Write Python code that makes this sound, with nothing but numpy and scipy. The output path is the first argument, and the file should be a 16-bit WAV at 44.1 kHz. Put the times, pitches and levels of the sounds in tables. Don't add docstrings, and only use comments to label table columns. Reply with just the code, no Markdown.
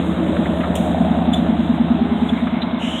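import sys
import numpy as np
from scipy import signal
from scipy.io import wavfile
from scipy.ndimage import uniform_filter1d

SR = 44100
rng = np.random.default_rng(int(sys.argv[2]) if len(sys.argv) > 2 else 0)


def boost_factor(decibels):
    exponent = np.asarray(decibels, float) / 20
    return 10 ** exponent


def store_pcm(level_fs):
    pcm = np.round(np.clip(level_fs, -1, 1) * 32767).astype(np.int16)
    wavfile.write(sys.argv[1], SR, np.atleast_2d(pcm).T)


N = 132300


def rms_one(x):
    return x / np.sqrt(np.mean(x ** 2) + 1e-20)


def in_time(rows):
    s, *columns = np.transpose(rows)
    return [np.interp(np.arange(N) / SR, s, c) for c in columns]


def drift(rate):
    points = rng.standard_normal(1500)
    wander = np.interp(np.arange(N) / SR * rate * 2, np.arange(1500), points)
    return uniform_filter1d(wander, size=100) * 1.2


def peak(x, hz, width_hz):
    hz, out, state = np.broadcast_to(hz, N), np.zeros(N), np.zeros(2)
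    r = np.exp(-np.pi * width_hz / SR)
    b = [(1 - r * r) / 2, 0, -(1 - r * r) / 2]
    for i in range(0, N, 512):
        a = [1, -2 * r * np.cos(2 * np.pi * hz[i] / SR), r * r]
        out[i:i + 512], state = signal.lfilter(b, a, x[i:i + 512] + 1e-18, zi=state)
    return out


def steep_peak(x, hz, width_hz):
    return rms_one(peak(peak(x, hz, width_hz), hz, width_hz))


def bands(spectrum, patchy_db, count):
    hz, db = np.transpose(spectrum)
    edges = np.geomspace(hz[0], hz[-1], count + 1)
    white, out = rng.standard_normal((2, N)), 0
    for k, (low, high) in enumerate(zip(edges, edges[1:])):
        sos = signal.butter(2, [low, high], "band", fs=SR, output="sos")
        band_db = np.interp(np.log(low * high) / 2, np.log(hz), db)
        out = out + signal.sosfilt(sos, white[k % 2]) * boost_factor(band_db + patchy_db * drift(11))
    return out


# t/s, engine cycles done
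CRANK = [(-.205, -3), (.095, 0), (.398, 3), (.708, 6), (1.116, 10), (1.43, 13), (1.743, 16), (2.06, 19),
         (2.37, 22), (2.676, 25), (2.985, 28), (3.29, 31)]


def crank_cycles():
    lead_s, margin = 0.0011, SR // 5
    s, turns = np.transpose(CRANK)
    t = np.arange(-margin, N + margin) / SR + lead_s
    return uniform_filter1d(np.interp(t, s, turns), size=8000)[margin:margin + N]


def firings(cycles, pattern_db, chance):
    spread_db, jitter_s = 1.3, .00025
    number = np.arange(-12, 180)
    at = np.interp(number / 6, cycles, np.arange(N), -1, -1) + chance[:, 0] * jitter_s * SR
    strength = boost_factor(np.array(pattern_db)[number % 6] + spread_db * chance[:, 1])
    keep, out = at > 1, np.zeros(N + 500)
    out[at[keep].astype(int)] = strength[keep]
    return out[:N]


def burst(clicks, hz, length_s):
    t = np.arange(int(length_s * SR)) / SR - length_s / 2
    pulse = np.hanning(len(t)) ** 0.76 * np.cos(2 * np.pi * hz * t)
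    return signal.fftconvolve(clicks, pulse, "same")


POP_FIRING_DB = [0, -22, -11, -19, -16, -22]
BOOM_FIRING_DB = [-40, -30, -18, -28, 0, -40]
# t/s, level/dB
UPPER = [(0, -35.5), (.2, -22), (.5, -30.5), (.8, -32.5), (1.3, -34.5), (1.9, -31), (2.4, -40.5),
         (3, -40.5)]


def exhaust_pipe(cycles, chance, pop_db, boom_db):
    boom_early_cycles = 0.0019 * 8.9
    near = firings(cycles, POP_FIRING_DB, chance)
    far = firings(cycles + boom_early_cycles, BOOM_FIRING_DB, chance)
    pops = burst(near * boost_factor(pop_db), hz=237.5, length_s=0.025)
    booms = burst(far * boost_factor(boom_db), hz=232.6, length_s=0.036)
    breath = rms_one(near) + rng.standard_normal(N)
    upper = steep_peak(breath, hz=321.3, width_hz=32) * boost_factor(in_time(UPPER)[0])
    return pops + booms + upper


def rasp(taps, gate, rasp_db, rasp_hz):
    noise = rng.standard_normal(N) * (1.13 + 0.37 * gate)
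    return steep_peak(rms_one(taps) + boost_factor(2.5) * noise, rasp_hz, width_hz=198) * boost_factor(rasp_db)


# multiple of cycle rate, level/dB, phase/rad, throb depth 0-1, throb phase/rad
ORDER_LINES = [(8, -31.5, 0.9, 0.41, 2.8), (11, -43, 0.53, 1, 0.26), (18, -25.5, 0.18, 0.39, .4)]


def hum(cycles, hum_db):
    out = 0
    for k, db, phase, depth, throb_phase in ORDER_LINES:
        throb = 1 + depth * np.cos(2 * np.pi * cycles - throb_phase)
        tone = np.sin(2 * np.pi * round(k) * cycles + phase)
        out = out + boost_factor(db + 0.5 + 0.52 * drift(7.3)) * throb * tone
    return out * boost_factor(hum_db)


# f/Hz, level/dB per Hz
ROAR = [(800, 0.8), (1300, -4.5), (1850, -8.5), (2500, -14), (3400, -10.5), (3900, -2), (4400, -11)]


def roar(gate, rasp_db):
    pulse_db = 1.5 * np.tanh(gate - 1)
    return rms_one(bands(ROAR, 0.86, count=10)) * boost_factor(-31.5 + pulse_db + 0.033 * (rasp_db + 22.5))


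# f/Hz, level/dB per Hz
RUMBLE = [(40, -8), (65, 5), (120, -5), (175, 10.5), (260, 11.5), (330, 7), (420, -3.1), (560, -3.5)]


def rumble(hum_db):
    return bands(RUMBLE, 1.2, count=10) * boost_factor(-18.0 + .8 * hum_db)


# t/s, level/dB
RATTLE = [(0, -34.5), (.5, -35.5), (.85, -36), (1.1, -47), (1.45, -39), (1.7, -55), (2.5, -48), (3, -45)]


def rattle(gate):
    noise = rng.standard_normal(N) * (1 + 0.21 * gate)
    return steep_peak(noise, hz=457, width_hz=164) * boost_factor(in_time(RATTLE)[0])


# t/s, short pop peak level/dB, long boom peak level/dB, rasp level/dB, rasp f/Hz
PASS = [(0, -16.5, -47.5, -34.5, 641), (.35, -9.5, -29, -28, 600), (.7, -11.5, -22, -26, 626),
        (1.0, -6.5, -12.5, -24.5, 678), (1.3, -9.5, -8, -25.5, 673), (1.65, -13, -5.5, -30, 656),
        (2.1, -12, -5.5, -33.5, 666), (2.5, -12, -10, -31.5, 659), (3, -17, -15, -34, 624)]
# t/s, level/dB
HUM = [(0, 2.5), (.8, 4.5), (1.3, 4), (1.8, 1.5), (2.3, -0.5), (3, -5.5)]
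RASP_FIRING_DB = [-2, -9, 0, -9, -1, -9]


def engine():
    cycles = crank_cycles()
    pop_db, boom_db, rasp_db, rasp_hz = in_time(PASS)
    hum_db = in_time(HUM)[0]
    chance = rng.standard_normal((192, 2))
    taps = firings(cycles, RASP_FIRING_DB, chance[::-1])
    gate = rms_one(signal.lfilter([1], [1, -.996], taps))
    tones = exhaust_pipe(cycles, chance, pop_db, boom_db) + hum(cycles, hum_db)
    noises = rasp(taps, gate, rasp_db, rasp_hz) + roar(gate, rasp_db) + rumble(hum_db) + rattle(gate)
    return tones + noises


# t/s, f/Hz, level/dB
WHINE = [(1.93, 395.7, -46), (2.0, 394, -29.5), (2.35, 427.8, -34), (2.42, 431, -68)]


def whine():
    hz, db = in_time(WHINE)
    phase = 2 * np.pi * np.cumsum(hz) / SR
    octave = boost_factor(-3 + 0.83 * drift(12)) * np.sin(2 * phase)
    return boost_factor(db + 0.5) * (np.sin(phase) + octave)


# t/s, peak level/dB, f/Hz, t60/s
KNOCKS = [
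    (.366, -24, 1300, .05),
    (.456, -23, 1600, .05),
    (.607, -27, 2000, .05),
    (.633, -19, 1100, .09),
    (2.47, -20, 1350, .06),
    (2.375, -32, 2100, .1),
]


def knocks():
    t, out, white = np.arange(N) / SR, np.zeros(N), rng.standard_normal(N)
    for s, db, hz, t60 in KNOCKS:
        rise = np.clip((t - s) / .002, 0, 1)
        out += steep_peak(white, hz, .7 * hz) * boost_factor(db - 60 * np.abs(t - s) / t60) * rise
    return out


# t/s, level/dB, t60/s
SNAPS = [
    (.7527, -33, 0.075),
    (.755, -45, 0.73),
    (1.332, -50.5, 0.1),
    (1.334, -50, 0.46),
    (2.29, -68, 0.16),
    (2.33, -68, 0.42),
    (2.617, -65.5, 0.33),
]


def snaps():
    t, tail = np.arange(N) / SR, np.zeros(N)
    for s, db, t60 in SNAPS:
        tail += boost_factor(db - 60 * np.abs(t - s) / t60) * (t > s)
    crack = rms_one(peak(rng.standard_normal(N), 3600, 1700)) * boost_factor(9)
    wide = rms_one(bands([(5300, -6.5), (7600, 8.0), (11000, -2.5), (17500, -14)], 0.84, count=6))
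    return tail * crack, tail * wide


# t/s, f/Hz, level/dB, length/s, overtone level/dB
SQUEAKS = [
    (1.34, 3500, -16.5, .016, -1),
    (1.37, 3520, -32, .035, -4),
    (2.296, 3420, -24, .014, -10),
    (2.477, 3480, -33, .012, -25),
    (2.625, 4000, -14, .018, -40),
]
# multiple of f, level/dB
OVERTONES = [(2.02, -20), (2.3, -30), (3.03, -28), (3.75, -40)]


def squeaks():
    t, tones, shine = np.arange(N) / SR, np.zeros(N), np.zeros(N)
    roughness = .5
    white, rough = rng.standard_normal(N), 1 + roughness / 2 * drift(150)
    for s, hz, db, length, bright_db in SQUEAKS:
        shape = boost_factor(db) * np.exp(-(2 * (t - s) / length) ** 2) * rough
        scrape = rms_one(peak(white, hz, 300))
        tones += shape * (np.sin(2 * np.pi * hz * t) + roughness * scrape)
        for k, d in OVERTONES:
            shine += shape * boost_factor(d + bright_db) * np.sin(2 * np.pi * k * hz * t)
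    return tones, shine


def brush():
    t = np.arange(N) / SR - 2.785
    swell = np.clip(t / .045, 0, 1)
    hz = 2820 + 1500 * np.clip(t, 0, 1)
    rub = rms_one(peak(peak(rng.standard_normal(N), hz, 400), hz, 800))
    airy = bands([(5100, -10.5), (6000, -1.7), (8000, 1.5), (10500, -20.5), (15500, -23)], 0.52, count=5)
    rub_level = boost_factor(-32 + 1.4 * drift(40))
    airy_level = boost_factor(-47 - 13.5 * np.abs(t - .09))
    return swell * rub * rub_level, swell * rms_one(airy) * airy_level


def grind():
    t = np.arange(N) / SR - 1.9
    rub = steep_peak(rng.standard_normal(N), hz=2150, width_hz=220)
    return rub * np.clip(t / 0.44, 0, 1) * boost_factor(-44.5 + 2.9 * drift(8))


# f/Hz, level/dB per Hz
CRUNCH_SPECTRUM = [(5600, -52.5), (6500, 1.5), (7500, 8.5), (9000, -2.5), (11000, -2), (13000, -12.5),
                   (15000, -24), (17500, -15)]
# t/s, level/dB
CRUNCH = [(0, -57), (.35, -57.5), (.65, -56.5), (1.05, -57), (1.3, -64), (1.7, -61), (2.0, -69),
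          (2.3, -59.5), (2.55, -71), (3, -84)]


def crunch():
    bright = rms_one(bands(CRUNCH_SPECTRUM, 1.2, count=8))
    return bright * boost_factor(in_time(CRUNCH)[0] + 1.2 * drift(14))


def self_noise():
    return boost_factor(-69) * rng.standard_normal(N)


def scene():
    crack, snap_hiss = snaps()
    squeal, shine = squeaks()
    rub, airy = brush()
    body = engine() + whine() + knocks() + squeal + rub + crack + grind()
    air = crunch() + snap_hiss + shine + airy + self_noise()
    body = signal.sosfilt(signal.cheby2(10, 48, 4440, fs=SR, output="sos"), body)
    body = signal.sosfilt(signal.butter(3, 5000, fs=SR, output="sos"), body)
    air = signal.sosfilt(signal.cheby2(5, 22, 4700, "high", fs=SR, output="sos"), air)
    return (body + air)[None]


def top_cut(x):
    return signal.sosfilt(signal.butter(12, 16070, fs=SR, output="sos"), x)


def record(dry):
    thin = signal.sosfilt(signal.butter(2, 50, "high", fs=SR, output="sos"), dry)
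    return top_cut(thin)


dry = scene()
out = record(dry)
store_pcm(out)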